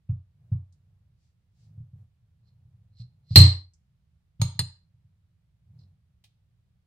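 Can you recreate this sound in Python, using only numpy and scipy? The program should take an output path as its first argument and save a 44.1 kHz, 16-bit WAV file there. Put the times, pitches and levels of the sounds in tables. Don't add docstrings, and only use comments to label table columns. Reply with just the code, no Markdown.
import sys
import numpy as np
from scipy import signal
from scipy.fft import rfft, irfft
from scipy.io import wavfile

SR = 44100
rng = np.random.default_rng(int(sys.argv[2]) if len(sys.argv) > 2 else 0)


def master(y):
    cut = np.clip(np.atleast_2d(y).T, -1, 1)
    pcm = np.round(cut * 32767)
    wavfile.write(sys.argv[1], SR, pcm.astype(np.int16))


N = 302922
T = np.arange(N) / SR
RING_T = T[:int(.8 * SR)]

# (frequency [Hz], relative level [dB])
ROOM_TONE = [(25, -21.5), (42, -9), (80, 0), (120, -3), (180, -10.5), (250, -31), (400, -35), (1000, -40),
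             (4000, -44.5), (6300, -51), (12000, -53.5), (16000, -61)]
# (time [s], level [dB], centre [Hz], width [octaves])
TICKS = [(0.089, -72, 2640, 0.087), (.724, -70.5, 6640, .45), (3.306, -52.5, 4400, 0.16),
         (3.3504, -48.5, 6100, 1.6), (3.735, -65, 6660, 0.29), (4.3974, -60, 2500, 1.0),
         (5.789, -68.5, 4940, 0.23), (6.2395, -55.5, 4280, 2.1)]
# (frequency [Hz], relative level [dB])
SNAP_SPECTRUM = [(120, -26.5), (300, -9), (750, -2), (1100, -8), (1550, -12.5), (2100, -1.5), (3600, 5.5),
                 (6000, -6), (11000, -10), (16000, -12)]
# (time [s], push [dB])
KNOCKS = [(0.093, -13), (0.5185, -11.5), (1.708, -40.5), (1.776, -31.5), (1.802, -30.5), (1.932, -32.5),
          (2.9974, -29), (3.014, -31), (3.3076, -15.5), (4.3972, -16), (4.553, -31), (4.939, -48.5),
          (5.045, -46.5)]
# (frequency [Hz], level [dB], t60 [s])
BODY_MODES = [(297.4, -5, .11), (370.5, -1, 0.024), (503, -4.5, 0.036), (632.3, -2, 0.026),
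              (862.5, -6.5, 0.038), (1156.3, -4, 0.019)]
# (frequency [Hz], level struck at the heel [dB], level struck at the tip [dB], t60 [s])
BLADE_MODES = [(940, -4.5, -11.5, 0.031), (1209, -6, -11, 0.021), (2242, -11, -16, 0.015),
               (3030, -3.5, -16.5, 0.0024), (3643, -3, -6.5, 0.026), (4600, -8, -3.5, 0.018),
               (6590, 1.5, -11.5, 0.033), (7156, -7, -1, 0.028), (8697, -6.5, 0, 0.049),
               (9270, -12.5, 2, 0.018), (10400, -11, -7.5, .015), (11800, -3.5, -8.5, .012)]
# (frequency [Hz], signed swing [relative], t60 [s])
TABLE_MODES = [(45.97, 0.17, .24), (82.5, .08, 0.47), (92.2, .76, .29), (113.2, 0.7, 0.12),
               (122, -1.3, 0.22), (150.5, -1.1, .18), (182.1, -.44, 0.18), (211, -.046, .22)]
# (frequency [Hz], t60 [s])
ROOM_DECAY = [(250, 0.47), (1000, 0.76), (2500, 0.5), (4200, 0.61), (7700, 0.4), (12000, 0.19)]
# (time [s], half length [s], table rumble [dB])
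RUBS = [(0.483, 0.089, -54.5), (0.911, 0.18, -60.5), (1.75, 0.12, -53), (2.004, 0.037, -51),
        (2.683, 0.28, -58.5), (3.234, 0.13, -62), (5.154, 0.14, -70), (5.795, 0.089, -52.5),
        (6.45, 0.2, -69.5)]
# (frequency [Hz], relative level [dB])
RUSTLE_SPECTRUM = [(150, -14.5), (400, -1.5), (850, -6.5), (1400, -16), (4000, -26.5)]
# (time [s], level [dB])
BRUSHES = [(1.25, -82.5), (1.625, -77.5), (4.02, -102)]
# (frequency [Hz], relative level [dB])
BRUSH_SPECTRUM = [(1200, -4), (3200, 4.5), (4500, 10), (7000, 6), (10000, -5), (15000, -23)]
# (time [s], hold [s], level [dB])
CREAKS = [(2.475, 0.014, -78), (2.995, 0.024, -61.5), (3.325, .03, -53), (5.807, 0.031, -75)]
# (frequency [Hz], level [dB], t60 [s])
PLATE_MODES = [(2100, -12.5, 0.022), (2923, -20, 0.03), (3548, -20.5, 0.018), (4110, -4, 0.019),
               (4166, 2, 0.034), (4220, -7, 0.033), (4800, -6, 0.028), (4953, -20.5, .015),
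               (7117, -19.5, 0.014), (7780, -12.5, 0.026), (8925, -23, 0.0068), (11300, -16.5, 0.021),
               (13050, -9.5, 0.021), (12400, -13, .01)]
# (frequency [Hz], relative level [dB])
GRIT_SPECTRUM = [(1500, -25.5), (2200, -17.5), (3300, -12), (4400, 3.5), (5600, -3), (6400, -16),
                 (7300, -8.5), (8300, -24), (15000, -34.5)]
# (time [s], snap [dB], plate [dB], body [dB], blade [dB], place [0 heel - 1 tip],
# rattle [dB], low-pass [Hz], push on the table [dB], room send [dB])
STRIKES = [(3.358, -7, -1, -16.5, -26, .42, -22, 16500, -7.5, 2),
           (4.4158, -22, -25.5, -46, -24, 0.057, -10, 11500, -12, -7),
           (4.5919, -30.5, -16, -45, -21.5, 1, -6, 9700, -18, -14.5)]


def undb(db):
    return 10 ** (np.asarray(db) / 20)


def unit(x):
    return x / np.sqrt(np.mean(x ** 2))


def pan(db):
    return undb(np.array([[db], [-db]]) / 2)


def fade(t60):
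    return np.exp(-np.log(1000) * RING_T / t60)


def swell(s, half_s):
    return np.exp(-.5 * ((T - s) / half_s) ** 2)


def colour(x, points):
    hz, db = np.transpose(points)
    f = np.fft.rfftfreq(x.shape[-1], 1 / SR)
    return irfft(rfft(x) * undb(np.interp(np.log(f + 1), np.log(hz), db)), x.shape[-1])


def butter(x, hz, kind, order=2):
    return signal.sosfilt(signal.butter(order, hz, kind, fs=SR, output="sos"), x)


def convolve(x, response):
    return signal.fftconvolve(np.atleast_2d(x), np.atleast_2d(response), axes=-1)[:, :N]


def add(out, s, sound):
    i = int(s * SR)
    out[:, i:i + sound.shape[-1]] += sound[:, :N - i]


def air_noise(size, alike_hz):
    mid, side = rng.standard_normal((2, size))
    return unit(mid + butter(side, alike_hz, "high", order=1) * np.array([[1], [-1]]))


def ring(modes, lag_ms):
    t = np.maximum(RING_T - np.array([[0], [lag_ms / 1000]]), 0)
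    return sum(undb(db) * np.sin(2 * np.pi * hz * t) * np.exp(-np.log(1000) * t / t60)
               for hz, db, t60 in modes)


def room_tone(level_db=-66.5):
    return undb(level_db) * unit(colour(air_noise(N, alike_hz=596), ROOM_TONE)) * pan(-1.6)


def snap_noise():
    return unit(colour(air_noise(len(RING_T), alike_hz=2400), SNAP_SPECTRUM))


def ticks(t60=.1, room_db=-12):
    f = np.fft.rfftfreq(len(RING_T), 1 / SR)
    for s, db, centre_hz, width in TICKS:
        octaves = np.log2((f + 1) / centre_hz)
        band = np.exp(-.5 * (octaves / width) ** 2)
        noise = unit(irfft(rfft(snap_noise()) * band, len(RING_T)))
        yield s, undb(db) * noise * fade(t60) * pan(-1.5), room_db


def blade(place):
    modes = [(hz, np.interp(place, [0, 1], [heel, tip]), t60) for hz, heel, tip, t60 in BLADE_MODES]
    return ring(modes, lag_ms=0.033)


def knocks(muffle_hz=1250, room_db=2.5):
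    ringing = undb(-42.5) * ring(BODY_MODES, lag_ms=0.011) + undb(-59.5) * blade(place=0)
    for s, db in KNOCKS:
        thud = ringing + undb(-49) * snap_noise() * fade(t60=.09)
        yield s, undb(db) * butter(thud, muffle_hz, "low"), room_db


def table(rumble, lag_s=0.00084, soft_s=0.0017, steel_s=.0014, landing_s=0.002):
    pushes = [(s + lag_s, db, soft_s) for s, db in KNOCKS]
    pushes += [(s + lag_s, db, steel_s) for s, *_, db, _ in STRIKES]
    pushes += [(s, db, landing_s) for s, db in hand_bounces()]
    force = np.zeros(N)
    for s, db, half_s in pushes:
        push = swell(s, half_s)
        force += undb(db) * push / push.sum()
    boom = sum(swing * np.sin(2 * np.pi * hz * RING_T) * fade(t60) for hz, swing, t60 in TABLE_MODES)
    boom = butter(butter(boom, 60, "high", order=1), 60, "high", order=1)
    unsteady_hands = butter(rng.standard_normal(N), 82, "low")
    tremor = unit(convolve(unsteady_hands, boom))
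    return butter(convolve(force, boom) + rumble * tremor, 36, "high") * pan(-0.54)


def room(x, early_db=-1.5, early_t60=0.12, tail_db=-2.5, gap_s=0.0048, build_s=0.004, suppress_s=0.17):
    hz, t60 = np.transpose(ROOM_DECAY)
    log_f = np.log(np.fft.rfftfreq(len(RING_T), 1 / SR) + 1)
    noise = rfft(air_noise(len(RING_T), alike_hz=450))
    bands = [np.interp(log_f, np.log(hz), peak) for peak in np.eye(len(hz))]
    tail = sum(irfft(noise * band, len(RING_T)) * fade(decay) for band, decay in zip(bands, t60))
    tail *= np.clip((RING_T - gap_s) / build_s, 0, 1)
    tail *= np.exp(-(RING_T / suppress_s) ** 2)
    early = air_noise(len(RING_T), alike_hz=1208) * fade(early_t60)
    response = (undb(early_db) * unit(early) + undb(tail_db) * unit(tail)) / np.sqrt(len(RING_T))
    return convolve(x, response)


def fingers(rustle_db=-28):
    rumble = sum(undb(db) * swell(s, half_s) for s, half_s, db in RUBS)
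    skin = unit(colour(air_noise(N, alike_hz=699), RUSTLE_SPECTRUM))
    return rumble, undb(rustle_db) * rumble * skin


def brushing(half_s=0.047):
    touch = sum(undb(db) * swell(s, half_s) for s, db in BRUSHES)
    return touch * unit(colour(air_noise(N, alike_hz=700), BRUSH_SPECTRUM))


def creak(slips_per_s=1500, rise_db_per_s=479, fall_db_per_s=519, grit_db=-6):
    slips = (rng.random(N) < slips_per_s / SR) * rng.standard_normal(N)
    singing = convolve(slips, ring(PLATE_MODES, lag_ms=0.051))
    singing = butter(butter(singing, 7000, "low"), 3600, "high")
    crumbs = unit(colour(air_noise(N, alike_hz=697.5), GRIT_SPECTRUM))
    pressure = np.zeros(N)
    for s, hold_s, db in CREAKS:
        before_s, after_s = np.maximum(s - T, 0), np.maximum(T - s - hold_s, 0)
        pressure += undb(db - rise_db_per_s * before_s - fall_db_per_s * after_s)
    return pressure * (unit(singing) * pan(-6) + undb(grit_db) * crumbs)


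def strikes():
    plate, body = ring(PLATE_MODES, lag_ms=0.071), ring(BODY_MODES, lag_ms=0.011)
    for s, snap_db, plate_db, body_db, blade_db, place, rattle_db, bright_hz, _, room_db in STRIKES:
        snap = undb(snap_db) * snap_noise() * fade(t60=0.022)
        ringing = undb(plate_db) * plate + undb(body_db) * body + undb(blade_db) * blade(place)
        hit = rattle(snap + ringing, rattle_db)
        yield s, butter(hit, bright_hz, "low") * pan(-0.45), room_db


def rattle(hit, db, t60=0.075):
    chatter = rng.standard_normal(len(RING_T)) * fade(t60)
    repeats = convolve(hit, chatter / np.linalg.norm(chatter))[:, :len(RING_T)]
    return hit + undb(db) * repeats


def hand_bounces(landing_s=3.3713, push_db=9, gap_s=.0323, shrink=0.97, loss_db=6):
    bounce = np.arange(3)
    gaps = gap_s * shrink ** bounce
    return zip(landing_s + np.cumsum(gaps) - gaps, push_db - loss_db * bounce)


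def scene():
    closing = 1 - np.exp(-RING_T / 0.00074)
    contacts, room_send = np.zeros((2, 2, N))
    for s, hit, room_db in [*strikes(), *knocks(), *ticks()]:
        add(contacts, s, hit * closing)
        add(room_send, s, hit * closing * undb(room_db))
    rumble, rustle = fingers()
    friction = rustle + brushing() + creak()
    reflections = room(room_send + undb(-15) * friction)
    return contacts + friction + reflections + table(rumble) + room_tone()


def record(dry, top_hz=15800):
    cut = signal.ellip(8, .2, 70, top_hz, fs=SR, output="sos")
    return signal.sosfilt(cut, np.clip(dry, -1, 1))


dry = scene()
out = record(dry)
master(out)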